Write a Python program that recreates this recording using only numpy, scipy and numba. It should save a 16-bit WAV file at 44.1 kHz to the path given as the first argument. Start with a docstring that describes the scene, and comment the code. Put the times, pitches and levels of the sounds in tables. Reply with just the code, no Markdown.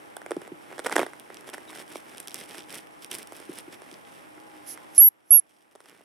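"""Baby hedgehogs in a towel

Right beside a camera, spines scratch and tick, paws pad and the bedding gets knocked. One animal
gives a voiceless hiss, then two piercing whistled squeaks near 11 kHz. They overload the right
input, and the camera's limiter pulls the quiet room down for the rest of the scene."""
import sys
import numpy as np
from scipy import signal
from scipy.fft import rfft, irfft, next_fast_len
from scipy.io import wavfile
from scipy.ndimage import uniform_filter1d
from numba import njit

SR = 44100
rng = np.random.default_rng(int(sys.argv[2]) if len(sys.argv) > 2 else 0)


def wav_out(sig):
    """Save sig, one row per channel (or a flat mono array), as 16-bit PCM at SR to the path in sys.argv[1]."""
    wavfile.write(sys.argv[1], SR, np.round(np.clip(np.atleast_2d(sig).T, -1, 1) * 32767).astype(np.int16))


N = 266364
TIME = np.arange(N) / SR


def undb(db):
    """Decibels to gain."""
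    return 10 ** (np.asarray(db) / 20)


def unit(x):
    """Scale to rms 1."""
    return x / np.sqrt(np.mean(x ** 2))


def unit_hit(x):
    """Give a short sound the energy of five milliseconds at rms 1."""
    return x / np.sqrt(np.sum(x ** 2, axis=-1, keepdims=True) / (.005 * SR))


def walk(rate):
    """Smooth random wandering, rate turns a second, with a spread near 1."""
    hold = int(SR / rate)
    stairs = np.repeat(rng.standard_normal(N // hold + 1), hold)
    return uniform_filter1d(stairs, hold)[:N] * np.sqrt(1.5)


def hump(start, length, shape=1):
    """A smooth swell from nothing up to 1 and back."""
    return np.maximum(np.sin(np.pi * np.clip((TIME - start) / length, 0, 1)), 0) ** shape


def tone(hz):
    """A sine at rms 1 that follows a pitch curve."""
    return np.sqrt(2) * np.sin(2 * np.pi * np.cumsum(hz) / SR)


def add(track, start, sound):
    """Mix a short sound in at start seconds."""
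    i = int(start * SR)
    track[..., i:i + sound.shape[-1]] += sound[..., :N - i]


def stereo(mid, side=0, side_db=0, pan_db=0):
    """Mid and side to left and right; pan_db is left minus right."""
    return (mid + undb(side_db) * side * np.array([[1], [-1]])) * undb([[pan_db / 2], [-pan_db / 2]])


def colour(x, points, size=4096):
    """Minimum-phase EQ through (Hz, dB) points; white noise keeps its level."""
    hz, db = np.transpose(points)
    bins_hz = np.fft.rfftfreq(size, 1 / SR)
    gain = unit(undb(np.interp(np.log(bins_hz + 1), np.log(hz), db)))
    cepstrum = irfft(np.log(gain))
    cepstrum[1:size // 2] *= 2
    cepstrum[size // 2 + 1:] = 0
    impulse = irfft(np.exp(rfft(cepstrum)))
    return signal.fftconvolve(x, impulse[None], axes=1)[:, :N]


def butter(order, hz, kind):
    """A Butterworth filter as second-order sections."""
    return signal.butter(order, hz, kind, fs=SR, output="sos")


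def tilt(x, db):
    """Raise the treble above 7 kHz against the rest by db."""
    low = signal.sosfiltfilt(butter(2, 7000, "low"), x, padlen=0)
    return low * undb(-db / 2) + (x - low) * undb(db / 2)


# The dark colour of the room tone. Each row: frequency in Hz, relative level in dB.
ROOM_EQ = [(30, 2), (60, 3), (100, -4.5), (160, -2), (220, -1), (310, 1.5), (400, 0.5), (800, 2),
           (2000, -7), (3200, -16.5), (4300, -30.5), (5400, -34), (6600, -33), (10000, -24), (15500, -29)]
# An appliance's faint hum. Each row: pitch in Hz, base level in dB, share of the swell from 0 to 1.
HUM_TONES = [(310.6, -65.5, .95), (822, -67, .15)]
# The hum comes and goes. Each row: time in seconds, boost in dB.
HUM_SWELL = [(0, 6), (1.2, 3.5), (2.3, 3), (2.7, 5.5), (3.1, 1), (4.15, -4), (4.38, 12.5), (4.55, 10),
             (4.8, 3), (6, -0.5)]


def room_tone(air_db=-56.5):
    """Quiet indoor air with the wavering hum of an appliance."""
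    air = colour(stereo(*rng.standard_normal((2, N)), side_db=6.5, pan_db=-.5), ROOM_EQ)
    swell_db = np.interp(TIME, *np.transpose(HUM_SWELL))
    hum = 0
    for hz, db, share in HUM_TONES:
        hum += undb(db + share * swell_db + 2.1 * walk(9)) * tone(hz + 6 * walk(25))
    return air * undb(air_db + .3 * walk(4.2)) + hum


def room_echo(x, db, t60_s=.2):
    """The faint diffuse answer of a small furnished room."""
    t = np.arange(SR // 3) / SR
    tail = rng.standard_normal((2, len(t))) * undb(-60 * t / t60_s) * (t > .004)
    tail /= np.sqrt(np.sum(tail ** 2) / 2)
    return undb(db) * signal.fftconvolve(x, tail, axes=1)[:, :N]


# Soft footfalls. Each row: start in seconds, level in dB.
PAW_STEPS = [(0.365, -27.5), (0.5172, -32), (3.492, -30.5), (3.678, -39.5), (3.923, -43.5), (4.374, -46.5),
             (4.555, -51)]


def paw_steps(ring_hz=335, push_s=.0021, sag_hz=170, sag_s=.005, sag_db=-14):
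    """A soft paw pushes slowly, so only the deepest ring swells and dies while the padding sags."""
    t = np.arange(SR // 12) / SR

    def press(hz, swell_s):
        return unit_hit((t / swell_s) ** 2 * np.exp(-t / swell_s) * np.sin(2 * np.pi * hz * t))

    pad = press(ring_hz, push_s) + undb(sag_db) * press(sag_hz, sag_s)
    out = np.zeros(N)
    for start, db in PAW_STEPS:
        add(out, start, undb(db) * pad)
    return stereo(out, pan_db=-1)


def grains(rate, spread_db, smooth_db):
    """Mid and side trains of tiny uneven slips, at the same moments, over smooth friction noise."""
    slipping = rng.random(N) < rate / SR
    size = slipping * undb(spread_db * np.minimum(rng.exponential(size=N), 3))
    slips = unit(size * rng.choice([-1, 1], (2, N)))
    return unit(slips + undb(smooth_db) * rng.standard_normal((2, N)))


# The colours of crisp spines and dull cloth. Each row: frequency in Hz, relative level in dB.
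SPINE_EQ = [(1200, -29), (2300, 3), (3300, 7), (4300, -1.5), (5500, 5.5), (6700, -5), (8500, 5), (10800, 4),
            (12500, -1.5), (15500, 0)]
TOWEL_EQ = [(60, -20), (150, -8.5), (330, 2), (600, -5.5), (1100, -9), (2100, -6), (3000, -12.5),
            (5000, -25)]
# Shuffling moves. Each row: start in seconds, length in seconds, spine scratch in dB, towel rub in dB.
STROKES = [(0.386, 0.12, -75, -52), (0.65, 0.16, -61, -50), (0.838, 0.045, -42, -39.5),
           (0.893, 0.064, -45, -38.5), (0.96, 0.1, -47.5, -34), (1.254, 0.25, -80, -52),
           (1.457, 0.057, -52, -46), (1.527, 0.033, -46, -40.5), (1.666, 0.083, -54.5, -48.5),
           (1.703, 0.15, -48, -46), (1.857, 0.17, -49.5, -49.5), (1.998, 0.3, -54.5, -53),
           (2.303, 0.18, -46.5, -48), (2.47, 0.07, -47, -47.5), (2.502, 0.13, -49.5, -47.5),
           (2.663, 0.16, -44.5, -45), (3.005, 0.048, -50.5, -55), (3.097, 0.074, -40.5, -43),
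           (3.146, 0.094, -47.5, -49.5), (3.277, 0.21, -55.5, -54.5), (3.467, 0.16, -51.5, -51),
           (3.566, 0.046, -46, -50), (3.704, 0.067, -55.5, -48), (3.865, 0.083, -60, -59),
           (4.22, 0.73, -65.5, -79), (4.656, 0.093, -63, -54), (4.94, 0.04, -58, -74),
           (5.412, 0.28, -55, -68), (5.705, 0.029, -53, -49), (5.745, 0.34, -53, -47.5),
           (5.876, 0.038, -43.5, -42.5)]


def shuffle(prickle_db=-8.5, idle_spines_db=-62.5, idle_towel_db=-58):
    """Spines catch and slip in dry spurts while the towel rubs; between strokes they only brush."""
    fidget = undb(1.35 * walk(13))  # the animals never lie quite still
    scratch, rub = np.zeros(N), undb(idle_towel_db) * fidget
    for start, length, spine_db, towel_db in STROKES:
        stroke = hump(start, length, shape=1.15)
        scratch = np.hypot(scratch, undb(spine_db) * stroke)
        rub = np.hypot(rub, undb(towel_db) * stroke)
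    scratch *= unit(undb(.8 * walk(80)))  # the coat presses unevenly
    spines = stereo(*grains(rate=700, spread_db=4, smooth_db=-10), side_db=-8, pan_db=-3)
    spines *= unit(undb(3.4 * walk(420)))  # the grains come in spurts
    stout_tips = unit(tilt(grains(rate=65, spread_db=2, smooth_db=-30), -16))
    fine_tips = unit(tilt(grains(rate=65, spread_db=2, smooth_db=-30), 16))
    prickles = stereo(*(stout_tips + fine_tips), side_db=-15.5, pan_db=-1)
    brush = stereo(*grains(rate=500, spread_db=5, smooth_db=2), side_db=-6, pan_db=-3)
    towel = stereo(*grains(rate=600, spread_db=5, smooth_db=-4.5), side_db=-15.5, pan_db=-2.5)
    coat = (spines + undb(prickle_db) * prickles) * scratch + brush * fidget * undb(idle_spines_db)
    return colour(coat, SPINE_EQ) + colour(towel * rub, TOWEL_EQ)


def bedding_ring(modes, t, detune, push_s):
    """Heavily damped modes, tuned a little differently at each spot; the padding softens their start."""
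    swing = sum((-1) ** k * undb(db - 60 * t / t60) * np.sin(2 * np.pi * hz * (1 + detune[k]) * t)
                for k, (hz, t60, db) in enumerate(modes))
    return unit_hit(swing * (1 - np.exp(-t / push_s)))


def tip_snap(bright_db, tail_s, tail_db):
    """A hard tip lets go: a sharp pulse in the mid, then a brief rattle in both mid and side."""
    t = np.arange(-8, SR // 25) / SR
    pulse = np.array([[1], [0]]) * (t == 0)
    rattle = np.exp(-t / tail_s) * (t > 0) * rng.standard_normal((2, len(t)))
    return unit_hit(tilt(pulse + undb(tail_db) * rattle, bright_db))


# The bedding's deep and bright rings.
# Each row: frequency in Hz, seconds to fade by 60 dB, relative level in dB.
THUMP_MODES = [(343, 0.021, -3.5), (616, 0.009, 1)]
RAP_MODES = [(833, 0.0082, 2), (1426, 0.0089, 2), (1990, 0.0089, 2.4)]
# The colour of a contact tick. Each row: frequency in Hz, relative level in dB.
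CONTACT_EQ = [(1200, -6.5), (2600, -6.5), (3400, 6.5), (4300, -4.5), (5500, 3), (6500, -4.5), (8500, 5.5),
              (10600, 4), (11700, -6.5), (15500, 0)]
# Hits on the bedding. Each row: start in seconds, deep thump in dB, bright rap in dB, tick in dB.
KNOCKS = [(0.1675, -46, -38, -43), (0.2169, -49, -42, -51.5), (.2622, -39, -39.5, -46.5),
          (0.3081, -26.5, -39, -40), (0.3168, -24.5, -33, -41.5), (0.3663, -32, -51, -51),
          (0.417, -40, -45, -48.5), (.4763, -42, -52, -51), (0.7137, -42.5, -51, -57),
          (0.727, -44, -44, -55), (0.7808, -40, -41.5, -45.5), (0.789, -46, -48, -46),
          (0.7926, -32, -35, -36.5), (0.7989, -43.5, -42, -43), (0.8464, -36.5, -43, -41),
          (0.8605, -29, -31, -45), (.8646, -26.5, -26.5, -31), (0.8687, -28, -30.5, -33),
          (0.8827, -45, -46, -49), (0.8885, -43, -42, -51), (0.896, -43, -33.5, -40.5),
          (.909, -40.5, -46, -49.5), (.914, -48, -34, -48), (0.92, -35, -36, -42),
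          (0.9243, -38, -29.5, -30.5), (0.9268, -36, -28, -39), (0.956, -32, -32, -35),
          (0.9585, -26.5, -35, -34), (0.9615, -32, -42.5, -29.5), (0.9643, -18, -16.5, -25.5),
          (0.9778, -37, -35, -39), (.981, -21.5, -26, -30), (0.9857, -29, -29, -38.5),
          (0.9929, -18, -26, -30), (0.9985, -23, -28, -39), (1.0038, -32, -35, -44),
          (1.0149, -24.5, -27.5, -39), (1.025, -38, -45, -48), (1.0304, -23, -31, -39),
          (1.0644, -36, -38, -43), (1.0669, -47, -44, -50), (1.1338, -52, -40.5, -50),
          (1.302, -42, -43, -59), (1.477, -46, -49, -60), (1.49, -40.5, -45, -44), (1.5395, -44, -46, -42),
          (1.5434, -57, -36, -54), (1.5804, -39, -41.5, -47.5), (1.699, -59, -45, -53),
          (1.73, -59, -43, -53), (1.758, -56, -43.5, -50), (1.8008, -47, -46, -49), (1.9565, -32, -39, -44),
          (2.546, -50, -43.5, -46), (3.3221, -38.5, -47, -45), (3.4004, -43.5, -53, -46),
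          (3.819, -45.5, -50, -51), (4.379, -64, -50.5, -71), (4.7752, -59, -43, -51),
          (5.7523, -33.5, -47.5, -41.5), (5.7575, -36, -43.5, -42.5), (5.804, -41, -38.5, -40),
          (5.858, -60, -41, -44), (6.0081, -40.5, -52, -58)]


def knocks(detune_spread=.105, low_cut_hz=305):
    """Claws and spines strike the padded bedding: a thump, a rap and the tick of the contact."""
    t = np.arange(SR // 25) / SR
    body, contact = np.zeros(N), np.zeros((2, N))
    for start, thump_db, rap_db, tick_db in KNOCKS:
        detune = detune_spread * rng.standard_normal((2, 3))
        add(body, start, undb(thump_db) * bedding_ring(THUMP_MODES, t, detune[0], push_s=.00024))
        add(body, start, -undb(rap_db) * bedding_ring(RAP_MODES, t, detune[1], push_s=.00074))
        add(contact, start, undb(tick_db) * tip_snap(bright_db=-4, tail_s=.0013, tail_db=-7.5))
    body = signal.sosfilt(butter(4, low_cut_hz, "high"), body)
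    return stereo(body, pan_db=-3) + colour(stereo(*contact, side_db=-11, pan_db=-3.5), CONTACT_EQ)


# Single spines flicking. Each row: start in seconds, level in dB, treble tilt in dB.
SPINE_TICKS = [(0.1666, -39, 12), (1.198, -41, 9), (1.3442, -44, 1), (1.3703, -45.5, -29), (1.409, -49, 5),
               (1.4763, -49, 7), (1.4995, -43, 3), (1.5372, -43, -20), (1.7053, -45.5, -3),
               (1.787, -50, -6), (1.9263, -48, 4), (1.9695, -44, -2), (2.172, -46, 15), (2.1813, -41, -1),
               (2.202, -35.5, 6), (2.274, -38, -1), (2.282, -33.5, 4), (2.2963, -46, 4), (2.3083, -46, -7),
               (2.317, -47, -12), (2.3438, -29, 1.5), (2.3571, -46, -5), (2.3862, -45, 1),
               (2.4371, -50, -7), (2.51, -45, -9), (2.577, -50, 5), (2.582, -40.5, -5), (2.592, -45, -14),
               (2.6064, -46, -11), (2.6218, -53, -12), (2.633, -54, -4), (2.6395, -55, -11),
               (2.7046, -44, -15), (2.7274, -48, -4), (2.7536, -40.5, -2), (2.777, -48, 0),
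               (2.78, -50, -12), (2.871, -53.5, -5), (3.046, -38.5, -6), (3.0624, -53, 5), (3.114, -33, -1),
               (3.1162, -34.5, -5), (3.1314, -49, 5), (3.145, -35.5, 10), (3.1507, -32.5, 4),
               (3.156, -47, 1), (3.1853, -37, 9), (3.1934, -49, 7), (3.2295, -41, 3), (3.273, -42, 5),
               (3.332, -48, 15), (3.3658, -43, 14), (3.5156, -51, 2), (3.537, -46.5, 8), (3.5863, -37, 25),
               (3.6076, -50, 5), (3.7255, -48, -7), (3.7457, -52, -7), (3.9144, -48.5, -17),
               (3.9285, -53, -2), (3.9417, -48.5, -10), (4.051, -53, -21), (4.949, -43, 8.5)]


def spine_ticks(bedding_db=-15, detune_spread=.089):
    """Caught spines snap free, stout ones dull and fine ones bright; the bedding answers faintly."""
    t = np.arange(SR // 25) / SR
    snaps, body = np.zeros((2, N)), np.zeros(N)
    for start, db, bright_db in SPINE_TICKS:
        add(snaps, start, undb(db) * tip_snap(bright_db, tail_s=.0006, tail_db=-15))
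        detune = detune_spread * rng.standard_normal(5)
        ring = bedding_ring(THUMP_MODES + RAP_MODES, t, detune, push_s=.00049)
        add(body, start, undb(db + bedding_db) * ring)
    return colour(stereo(*snaps, side_db=-12.5, pan_db=-4), SPINE_EQ) + body


# Tiny calls. Each row: start in seconds, length in seconds, pitch in Hz, level in dB.
PEEPS = [(1.675, 0.028, 3820, -52), (4.8, 0.064, 1050, -57.5)]


def peeps(waver=.035, waver_rate=900):
    """Faint little tones with a fast, random shake in their pitch."""
    return sum(undb(db) * hump(start, length) * tone(hz * (1 + waver * walk(waver_rate)))
               for start, length, hz, db in PEEPS)


# The throat's colour, peaking near 11 kHz. Each row: frequency in Hz, relative level in dB.
THROAT_EQ = [(200, -61.5), (1500, -29), (3800, -23.5), (5700, -10), (6600, -16.5), (9400, -17),
             (10200, -2.5), (10900, 1.5), (11800, -7.5), (13000, -13), (15500, -24.5)]
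# Voiceless puffs. Each row: start in seconds, length in seconds, level in dB.
HISSES = [(4.657, 0.099, -39), (4.947, 0.04, -41.5)]


def throat_air(breath_db=-44, build_s=.024, trail_s=.009, pop_db=-11, pop_s=.00042):
    """Turbulence in the narrow throat resonance: the hisses and the breath around each squeak."""
    flow = sum(undb(db) * hump(start, length, shape=.93) for start, length, db in HISSES)
    for start, length, *_, lead_db in SQUEAKS:
        flow += undb(lead_db + pop_db) * np.exp(-np.abs(TIME - start) / pop_s)  # a pop as it catches
        before, after = np.maximum(start - TIME, 0), np.maximum(TIME - start - length, 0)
        flow += undb(breath_db) * np.exp(-before / build_s - after / trail_s)
    air = stereo(*rng.standard_normal((2, N)), side_db=-8, pan_db=-6)
    return colour(air * flow, THROAT_EQ)


# The two piercing whistles. Each row: start in seconds, length in seconds, held pitch in Hz, drift in
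# Hz per second, opening scoop in Hz, final drop in Hz, level in dB, seconds to the hardest push,
# sag by the end in dB, held pan (left minus right) in dB, lead-in tone level in dB.
SQUEAKS = [(4.9808, .1094, 11520, 900, 530, 380, 6.3, .025, 3.8, -3.1, -2.5),
           (5.3068, .094, 11335, -300, 225, 760, 6.8, .033, 8.0, -9.3, -15)]


def squeaks(lead_hz=10170, lead_s=.0007, attack_s=.0007, release_s=.004, left_early_s=1e-5):
    """A pure whistle catches from a lower lead-in tone, scoops up to its note, sags and drops."""
    lead_pan_db, scoop_pan_db = -2.5, -8.5
    out = np.zeros((2, N))
    for (start, length, held_hz, drift, scoop_hz, drop_hz,
         level_db, push_at_s, sag_db, held_pan_db, lead_db) in SQUEAKS:
        t = np.clip(TIME - start, 0, length)
        caught = np.minimum(t / attack_s, 1)  # crossfade from lead-in to whistle
        scoop = np.exp(-(t / (.0065 + scoop_hz / 28000)) ** 2)  # a wider scoop takes longer
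        drop = np.exp((t - length) * 80000 / drop_hz)  # always ends falling 80000 Hz per second
        whistle_hz = held_hz + drift * t - scoop_hz * scoop - drop_hz * drop
        hz = (1 - caught) * lead_hz + caught * whistle_hz

        # the effort builds, peaks early and flutters a little
        rise_db = -1.5 * np.exp(-(t / .010) ** 2)
        push_db = 1.55 * np.exp(-np.abs((t - push_at_s) / .023) ** 3)
        whistle_db = level_db + rise_db + push_db + .16 * walk(300) - sag_db * (t / length) ** 4
        db = (1 - caught) * lead_db + caught * whistle_db
        gate = np.exp(np.minimum(TIME - start, 0) / lead_s) * np.minimum((length - t) / release_s, 1)
        envelope = uniform_filter1d(undb(db) * gate, size=30)

        whistle_pan_db = held_pan_db + (scoop_pan_db - held_pan_db) * scoop
        pan_db = (1 - caught) * lead_pan_db + caught * whistle_pan_db
        phase = 2 * np.pi * np.cumsum(hz * (1 + .0006 * walk(1200))) / SR
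        left = undb(pan_db) * np.sin(phase + 2 * np.pi * hz * left_early_s)
        out += np.sqrt(2) * envelope * np.array([left, np.sin(phase)])
    return out


def scene():
    """The squeaks are beamed straight at the microphones, so they carry less room than the movements."""
    voice = squeaks() + throat_air() + peeps()
    movement = shuffle() + knocks() + spine_ticks() + paw_steps()
    return voice + room_echo(voice, db=-48.5) + movement + room_echo(movement, db=-14.5) + room_tone()


def overload(x, low=-3.5, high=3.2, rasp=.02, waver=.08, spill_db=-10, converter_hz=48000):
    """Clipping at the converter's rate folds the overtones down as faint side tones."""
    jitter = unit(signal.sosfilt(butter(3, [600, 4200], "band"), rng.standard_normal(N)))
    bias = rasp * jitter + waver * walk(700)  # an unsteady threshold makes them raspy
    fast, bias = (signal.resample_poly(v, converter_hz, SR, axis=-1) for v in (x, bias))
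    excess = fast - np.clip(fast, low + bias, high + bias)
    excess = signal.resample_poly(excess, SR, converter_hz, axis=1)[:, :N]
    excess = signal.sosfiltfilt(butter(2, 600, "high"), excess)
    return x - excess - undb(spill_db) * excess[::-1]  # they spill into the other channel


@njit
def limiter(peak, ceiling, attack_s, release_s):
    """Gain that dives as soon as the peaks pass the ceiling and creeps back slowly."""
    attack, release = 1 / (attack_s * SR), 1 / (release_s * SR)
    gain, held, envelope = np.ones(len(peak)), 0., ceiling
    for i in range(len(peak)):
        held = max(peak[i], held * .995)
        envelope += (held - envelope) * (attack if held > envelope else release)
        envelope = max(envelope, ceiling)
        gain[i] = ceiling / envelope
    return gain


def record(dry, clip_level=.8, top_hz=16500):
    """The input overloads on the right; the camera trims bass and treble, then limits."""
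    trimmed = signal.sosfilt(butter(4, [90, 12900], "band"), overload(dry))
    peak = np.abs(signal.hilbert(trimmed, next_fast_len(N))[:, :N]).max(axis=0)
    gain = limiter(peak, ceiling=.66, attack_s=.001, release_s=3.5)
    # a sudden squeak outruns the limiter and clips with a crack
    clipped = np.clip(trimmed * gain, -clip_level, clip_level)
    return signal.sosfilt(signal.ellip(8, .2, 70, top_hz, fs=SR, output="sos"), clipped)


dry = scene()
out = record(dry)
wav_out(out)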